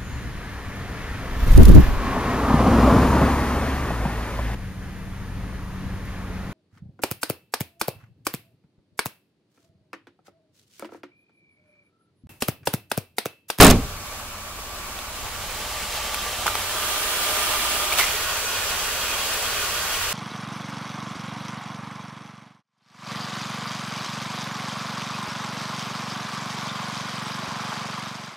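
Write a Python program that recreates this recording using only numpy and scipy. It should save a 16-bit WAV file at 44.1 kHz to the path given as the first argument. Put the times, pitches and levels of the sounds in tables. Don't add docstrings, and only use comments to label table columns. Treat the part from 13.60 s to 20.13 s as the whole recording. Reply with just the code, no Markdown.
import sys
import numpy as np
from scipy import signal
from scipy.fft import rfft, irfft, next_fast_len
from scipy.io import wavfile
from scipy.ndimage import uniform_filter1d, map_coordinates

SR = 44100
rng = np.random.default_rng(int(sys.argv[2]) if len(sys.argv) > 2 else 0)


def put_to_file(sound):
    columns = np.atleast_2d(sound).T
    safe = np.clip(columns, -1, 1)
    whole_steps = np.round(safe * 32767)
    wavfile.write(sys.argv[1], SR, whole_steps.astype(np.int16))


N = 287973

# t/s, place
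PLACE = [(0, 0), (1.3, 0), (2.2, 1), (2.7, 1), (3.3, 2), (4.1, 2), (4.7, 3), (6.53, 3)]
# f/Hz, likeness
ALIKE = [(60, 0.85), (130, 1), (290, 1), (640, 0.97), (1410, 0.84), (3100, 0.42), (6820, -0.35),
         (15000, 0.21)]


def door():
    # t/s, rattle level/dB, rattle f/Hz
    blows = [(0.0, -16, 5000), (0.010, 1.5, 10700), (0.022, -1, 5000), (0.030, -5, 9500), (0.038, -8, 8000),
             (0.046, -0.5, 9300), (0.053, -10, 10000), (0.067, -6.5, 7900), (0.0786, -14, 7540),
             (0.091, -20, 9000), (0.101, -8.5, 4630), (0.107, -12, 6200), (0.110, -10.5, 7000)]
    # t/s, level/dB
    pushes = [(0.0, -12.5), (0.057, -16), (0.094, -11.5)]
    # f/Hz, level/dB, time to fall 60 dB/s
    cabin = [(27.2, -1.5, 0.41), (40, -1, 0.32), (54.5, -6.5, 0.37), (86.2, -0.5, 0.17), (122, -2.5, 0.22),
             (178, 1, 0.16)]
    # f/Hz, level per Hz/dB
    thud_colour = [(15, -30), (60, 3), (130, -0.5), (250, 0.5), (520, -2.5), (900, -3.5), (2000, -3.5),
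                   (3500, -5.5), (6000, -13.5), (12000, -20.5)]
    # f/Hz, width/Hz, rise/dB
    panels = [(208, 25, 3), (257, 31, 8.5), (420, 35, 4.5), (670, 51, 5), (773, 75, 8.5), (933, 48, 3),
              (1120, 74, 6), (1345, 64, 7.5)]
    # f/Hz, time to fall 60 dB/s
    dying = [(30, 0.59), (100, 0.23), (300, 0.33), (1000, 0.12), (3000, 0.078), (10000, 0.083)]
    # f/Hz, likeness
    door_alike = [(60, 0.95), (240, 1), (950, 0.95), (3770, 0.63), (15000, 0.39)]
    thud_db, thud_fades_db_per_s = 1, 159
    jingle_t60_s = 0.02

    out = np.zeros((2, N))
    t = np.arange(SR // 2) / SR
    boom = sum(amp(db - 60 * t / t60) * np.sin(2 * np.pi * hz * t) for hz, db, t60 in cabin)
    for s, db in pushes:
        add(out, s, amp(db) * boom[None])

    for s, rattle_db, rattle_hz in blows:
        shake = rush(rng.standard_normal((2, len(t))), thud_colour, door_alike, panels)
        hz, frame_s, z = signal.stft(shake, SR, nperseg=256)
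        fade = amp(-60 * frame_s / along(dying, hz)[:, None])
        thud = signal.istft(z * fade, SR, nperseg=256)[1][:, :len(t)]
        thud = thud * (1 - np.exp(-t / 0.002))

        latch = [(1500, -22), (rattle_hz / 2, -10), (rattle_hz, 0), (rattle_hz * 1.66, -8), (20000, -14)]
        jingle = rush(rng.standard_normal((2, len(t))), latch, door_alike)
        jingle = amp(rattle_db - 60 * t / jingle_t60_s) * jingle
        add(out, s, amp(thud_db - thud_fades_db_per_s * s) * thud + jingle)
    return out


def engine():
    # t/s, f/Hz
    idle = [(0, 17.4), (2.0, 17.5), (2.8, 17.95), (4.0, 18.2), (5.4, 18.3), (6.53, 18.1)]
    # multiple of the firing rate, level before wavering/dB
    exhaust = [(1.33, -49), (2, -54.5), (3, -48), (4, -50.5), (5, -49.5), (6, -59.5), (12, -57)]
    # f/Hz, level per Hz/dB
    rumble_colour = [(8.8, -29), (15, -6.5), (87, -7.5), (167, -14.5), (307, -25.5), (350, -36), (460, -52),
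                     (770, -120)]

    turns = 2 * np.pi * np.cumsum(curves(idle)[0]) / SR
    boom = 0
    for k, db in exhaust:
        level = amp(db + 2.6 * wobble(3.05))
        boom = boom + level * np.sin(k * turns + 0.63 * wobble(4.11))

    bay_db, _, upper_db, lower_db, _ = walk()
    upper_level = amp(bay_db + upper_db + 1.8 * wobble(4) + 2 * wobble(25))
    upper = upper_level * np.sin(66.0 * turns + 1.15 * wobble(55) + 1.5 * wobble(12))
    lower_level = amp(bay_db + lower_db + 2.5 * wobble(25))
    lower = lower_level * np.sin(33.9 * turns + 1.4 * wobble(45))

    rumble = rush(rng.standard_normal((2, N)), rumble_colour, ALIKE)
    rumble = amp(-47.5 + 0.73 * wobble(3.8)) * rumble
    return boom + upper + lower + rumble


def bay():
    # f/Hz, level per Hz/dB
    flank, wing = [(120, -90), (200, -12.5), (338, -12), (394, -12.5), (537, -11.5), (617, -9), (827, -7),
                   (1080, -15), (1260, -5.5), (2090, -14), (2290, -9.5), (3700, -13.5), (8000, -16),
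                   (10400, -61), (17600, -120)], [(120, -48), (200, -10), (264, -14), (323, -12.5), (460, -6), (598, -6),
                                  (698, -3.5), (840, -3), (1060, -5), (1160, 0), (1270, -5), (3030, -5.5),
                                  (8000, -12.5), (10400, -45), (17600, -120)]
    arch, wheel = [(120, -34), (200, -21.5), (420, -6.5), (467, -11.5), (608, -6.5), (688, -7),
                   (1010, -5.5), (1090, -8), (1220, -2.5), (1930, -8), (3220, -5.5), (3930, -9),
                   (8000, -14), (10400, -17.5), (17600, -120)], [(120, -43), (200, -20), (285, -17.5), (420, -6), (598, -6.5), (778, -6.5),
                                 (1220, -4), (1310, -5), (1440, -2.5), (2060, -7), (2840, -4), (3810, -8),
                                 (8000, -11), (10400, -83), (17600, -120)]
    # f/Hz, likeness
    flank_alike, wing_alike = [(60, 0.96), (150, 0.92), (380, 0.96), (950, 0.91), (2380, 0.22),
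                               (5980, -0.4), (15000, 0.3)], [(60, 0.86), (150, 0.9), (380, 0.99), (950, 0.97),
                                                    (2380, 0.8), (5980, 0.23), (15000, -0.28)]
    arch_alike, wheel_alike = [(60, 0.97), (150, 0.94), (380, 1), (950, 0.83), (2380, 0.36), (5980, -0.32),
                               (15000, 0.16)], [(60, 0.97), (150, 0.93), (380, 1), (950, 0.9),
                                                   (2380, 0.65), (5980, -0.27), (15000, -0.019)]
    # f/Hz, width/Hz, rise/dB
    hollows = [
        [(1060, 120, 9.5), (2226, 30, 6)],
        [(860, 48, 5), (2710, 23, 7), (3120, 72, 5.5)],
        [(1024, 21, 7), (1660, 20, -4), (2330, 35, 6.5), (2820, 40, 5), (3200, 37, 5), (3360, 31, 6.5)],
        [(1102, 23, 8), (1447, 30, 6.5), (1710, 24, 1), (1890, 10, 9.5), (2500, 45, 8), (2800, 31, 4.5),
         (3270, 43, 8), (4200, 43, 2), (4630, 30, 8.5), (6000, 27, 9.5), (7330, 35, 2)],
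    ]
    # f/Hz, level per Hz/dB
    hiss_colour = [(2350, -11.5), (4000, -5.5), (6480, -6.5), (7340, -4), (8710, -4.5), (11100, -4),
                   (15100, -7.5), (15500, -4.5)]

    bay_db, hiss_db, _, _, pan_db = walk()
    place = curves(PLACE)[0]
    stir = churn(patchy_db=0.94, tick_rate=200, tick_db=7.5)
    fizz = churn(patchy_db=0.9, tick_rate=91, tick_db=13)
    colours = [flank, wing, arch, wheel]
    likenesses = [flank_alike, wing_alike, arch_alike, wheel_alike]
    body, hiss = 0, 0
    for k, (colour, alike) in enumerate(zip(colours, likenesses)):
        share = np.clip(1 - abs(place - k), 0, 1)
        body = body + share * rush(stir, colour, alike, hollows[k])
        hiss = hiss + share * rush(fizz, hiss_colour, alike, hollows[k])

    flutter_db = 0.25 * wobble(8) + 0.4 * wobble(30)
    sides = amp(np.array([pan_db, -pan_db]) / 2)
    return amp(bay_db + flutter_db) * (sides * body + amp(hiss_db) * hiss)


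def churn(patchy_db, tick_rate, tick_db):
    z = signal.stft(rng.standard_normal((2, N)), nperseg=512)[2]
    field = uniform_filter1d(rng.standard_normal(z.shape[1:]), size=6, axis=0)
    field = uniform_filter1d(field, size=8, axis=1)
    noise = signal.istft(z * amp(patchy_db * unit(field)), nperseg=512)[1][:, :N]
    ticks = (rng.random(N) < tick_rate / SR) * amp(tick_db + rng.normal(0, 2.1, N))
    return noise + ticks * rng.standard_normal((2, N))


def walk():
    # t/s, level/dB
    nearness = [(1.04, -37.5), (1.61, -35), (2.45, -30), (2.76, -30.5), (3.32, -27), (3.85, -25),
                (4.41, -26.5), (4.88, -27), (6.5, -27.5)]
    # hiss over bay/dB, upper whine over bay/dB, lower whine over bay/dB, left over right/dB
    heard = [(-2.5, -8.5, -14, 1), (-1.5, -9, -15, 0.5), (-0.5, -9.5, -13.5, -0.5),
             (-1.15, -12.5, -18.5, 0.5)]
    place = curves(PLACE)[0]
    blended = [np.interp(place, range(len(heard)), column) for column in np.transpose(heard)]
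    return curves(nearness)[0], *blended


def clacks():
    # t/s, ring level before its onset/dB, ring f/Hz, ring time to fall 60 dB/s, snap level/dB
    hits = [(1.390, -19, 3580, 0.0055, -28), (2.5445, -18, 2600, 0.0066, -14),
            (2.861, -9.5, 890, 0.013, -26), (2.867, -14, 950, 0.013, -17), (2.879, -5, 1400, 0.0088, -19),
            (2.887, -14, 1280, 0.014, -30), (2.954, -12, 990, 0.0069, -14),
            (4.323, -12.5, 2330, 0.025, -29), (4.337, -14, 2580, .013, -32), (4.386, -16, 2980, .016, -31),
            (4.392, -11, 1080, 0.016, -27), (4.398, -15, 2160, 0.013, -21), (4.405, -8.5, 2090, 0.014, -23),
            (4.411, -10, 2060, 0.019, -21), (4.431, -12, 2040, 0.021, -32),
            (4.441, -9.5, 2060, 0.0093, -17)]
    # t of peak/s, level before wavering/dB, time to rise 30 dB/s, time to fall 60 dB/s
    scrapes = [(2.866, -24, 0.01, 0.2), (4.33, -22, .015, 0.075), (4.388, -16.5, 0.044, 0.35)]
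    # f/Hz, level per Hz/dB
    grit = [(180, -45), (300, -20.5), (1260, -5.5), (1640, -14), (2210, -7.5), (3690, -10.5), (15500, -18)]
    # f/Hz, level per Hz/dB
    snap_colour = [(300, -16), (1200, 5), (3000, -2), (5000, -7), (12000, -6), (16000, -12)]
    snap_t60_s = 0.0098

    out = np.zeros((2, N))
    t = np.arange(SR // 8) / SR
    for s, db, hz, t60, snap_db in hits:
        ring = np.sin(2 * np.pi * hz * t) + 0.1 * np.sin(2 * np.pi * 1.3 * hz * t)
        ring = amp(db - 60 * t / t60) * ring * (1 - np.exp(-30 * t / t60))
        snap = rush(rng.standard_normal((2, len(t))), snap_colour, ALIKE)
        add(out, s, ring + amp(snap_db - 60 * t / snap_t60_s) * snap)

    now = np.arange(N) / SR
    for s, db, rise, t60 in scrapes:
        swell_db = np.where(now < s, 30 * (now - s) / rise, -60 * (now - s) / t60)
        scrape = rush(rng.standard_normal((2, N)), grit, ALIKE)
        out += amp(db + swell_db + 1.84 * wobble(400)) * scrape
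    return out


def echoes(x):
    # f/Hz, level/dB
    lot = [(200, -3), (700, -4), (3000, 1), (8000, -3), (16000, -18)]
    t = np.arange(SR // 2) / SR
    tail = rush(rng.standard_normal((2, len(t))), lot, ALIKE)
    tail = tail * amp(-60 * t / 0.38) * (t > 0.012)
    return signal.fftconvolve(x.mean(0)[None], tail / np.linalg.norm(tail[0]), axes=1)[:, :N]


def buffet():
    peak_s, level_db = 1.62, -42.5
    rise_s, fall_s = 0.3, 2.2
    colour = [(15, -20), (40, 3), (140, -3), (350, -21), (900, -60)]
    puffs = rush(rng.standard_normal((2, N)), colour, [(100, 0.24)])
    after = np.arange(N) / SR - peak_s
    swell_db = np.where(after < 0, 60 * after / rise_s, -60 * after / fall_s)
    return amp(level_db + swell_db + 1.9 * wobble(25)) * puffs


def amp(db):
    return 10 ** (np.asarray(db) / 20)


def unit(x):
    return x / np.sqrt(np.mean(x ** 2) + 1e-20)


def along(points, hz):
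    f, v = np.transpose(points)
    return np.interp(np.log(hz + 1), np.log(f + 1), v)


def curves(rows):
    s, *cols = np.transpose(rows)
    return [np.interp(np.arange(N) / SR, s, c) for c in cols]


def wobble(rate):
    knots = rng.standard_normal(int(N * rate / SR) + 4)
    return map_coordinates(knots, [np.arange(N) * rate / SR])


def filtered(x, response):
    m = next_fast_len(x.shape[-1] + 8192)
    spectrum = rfft(x, m) * response(np.fft.rfftfreq(m, 1 / SR))
    return irfft(spectrum, m)[..., :x.shape[-1]]


def rush(pair, spectrum, alike, rings=()):
    def colour(hz):
        db = along(spectrum, hz)
        for centre, width, rise in rings:
            db = db + rise / (1 + (2 * (hz - centre) / width) ** 2)
        turn = np.arccos(np.clip(along(alike, hz), -1, 1)) / 2
        return amp(db) * [np.cos(turn), np.sin(turn)]
    mid, side = filtered(pair, colour)
    return unit(np.array([mid + side, mid - side]))


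def add(out, s, sound):
    i = round(s * SR)
    out[:, i:i + sound.shape[1]] += sound


def scene():
    slam = door()
    return slam + amp(-19.5) * echoes(slam) + engine() + bay() + buffet() + clacks()


def record(dry):
    # f/Hz, left over right/dB
    lean = [(60, 0), (240, -1), (950, -1.5), (3770, -2), (15000, 0)]
    ceiling, top_hz = 0.82, 15720
    ports = filtered(dry, lambda hz: amp(along(lean, hz) / 2 * [[1], [-1]]))
    flattened = ports / (1 + abs(ports / ceiling) ** 6) ** (1 / 6)
    return filtered(flattened, lambda hz: hz < top_hz)


dry = scene()
out = record(dry)
put_to_file(out)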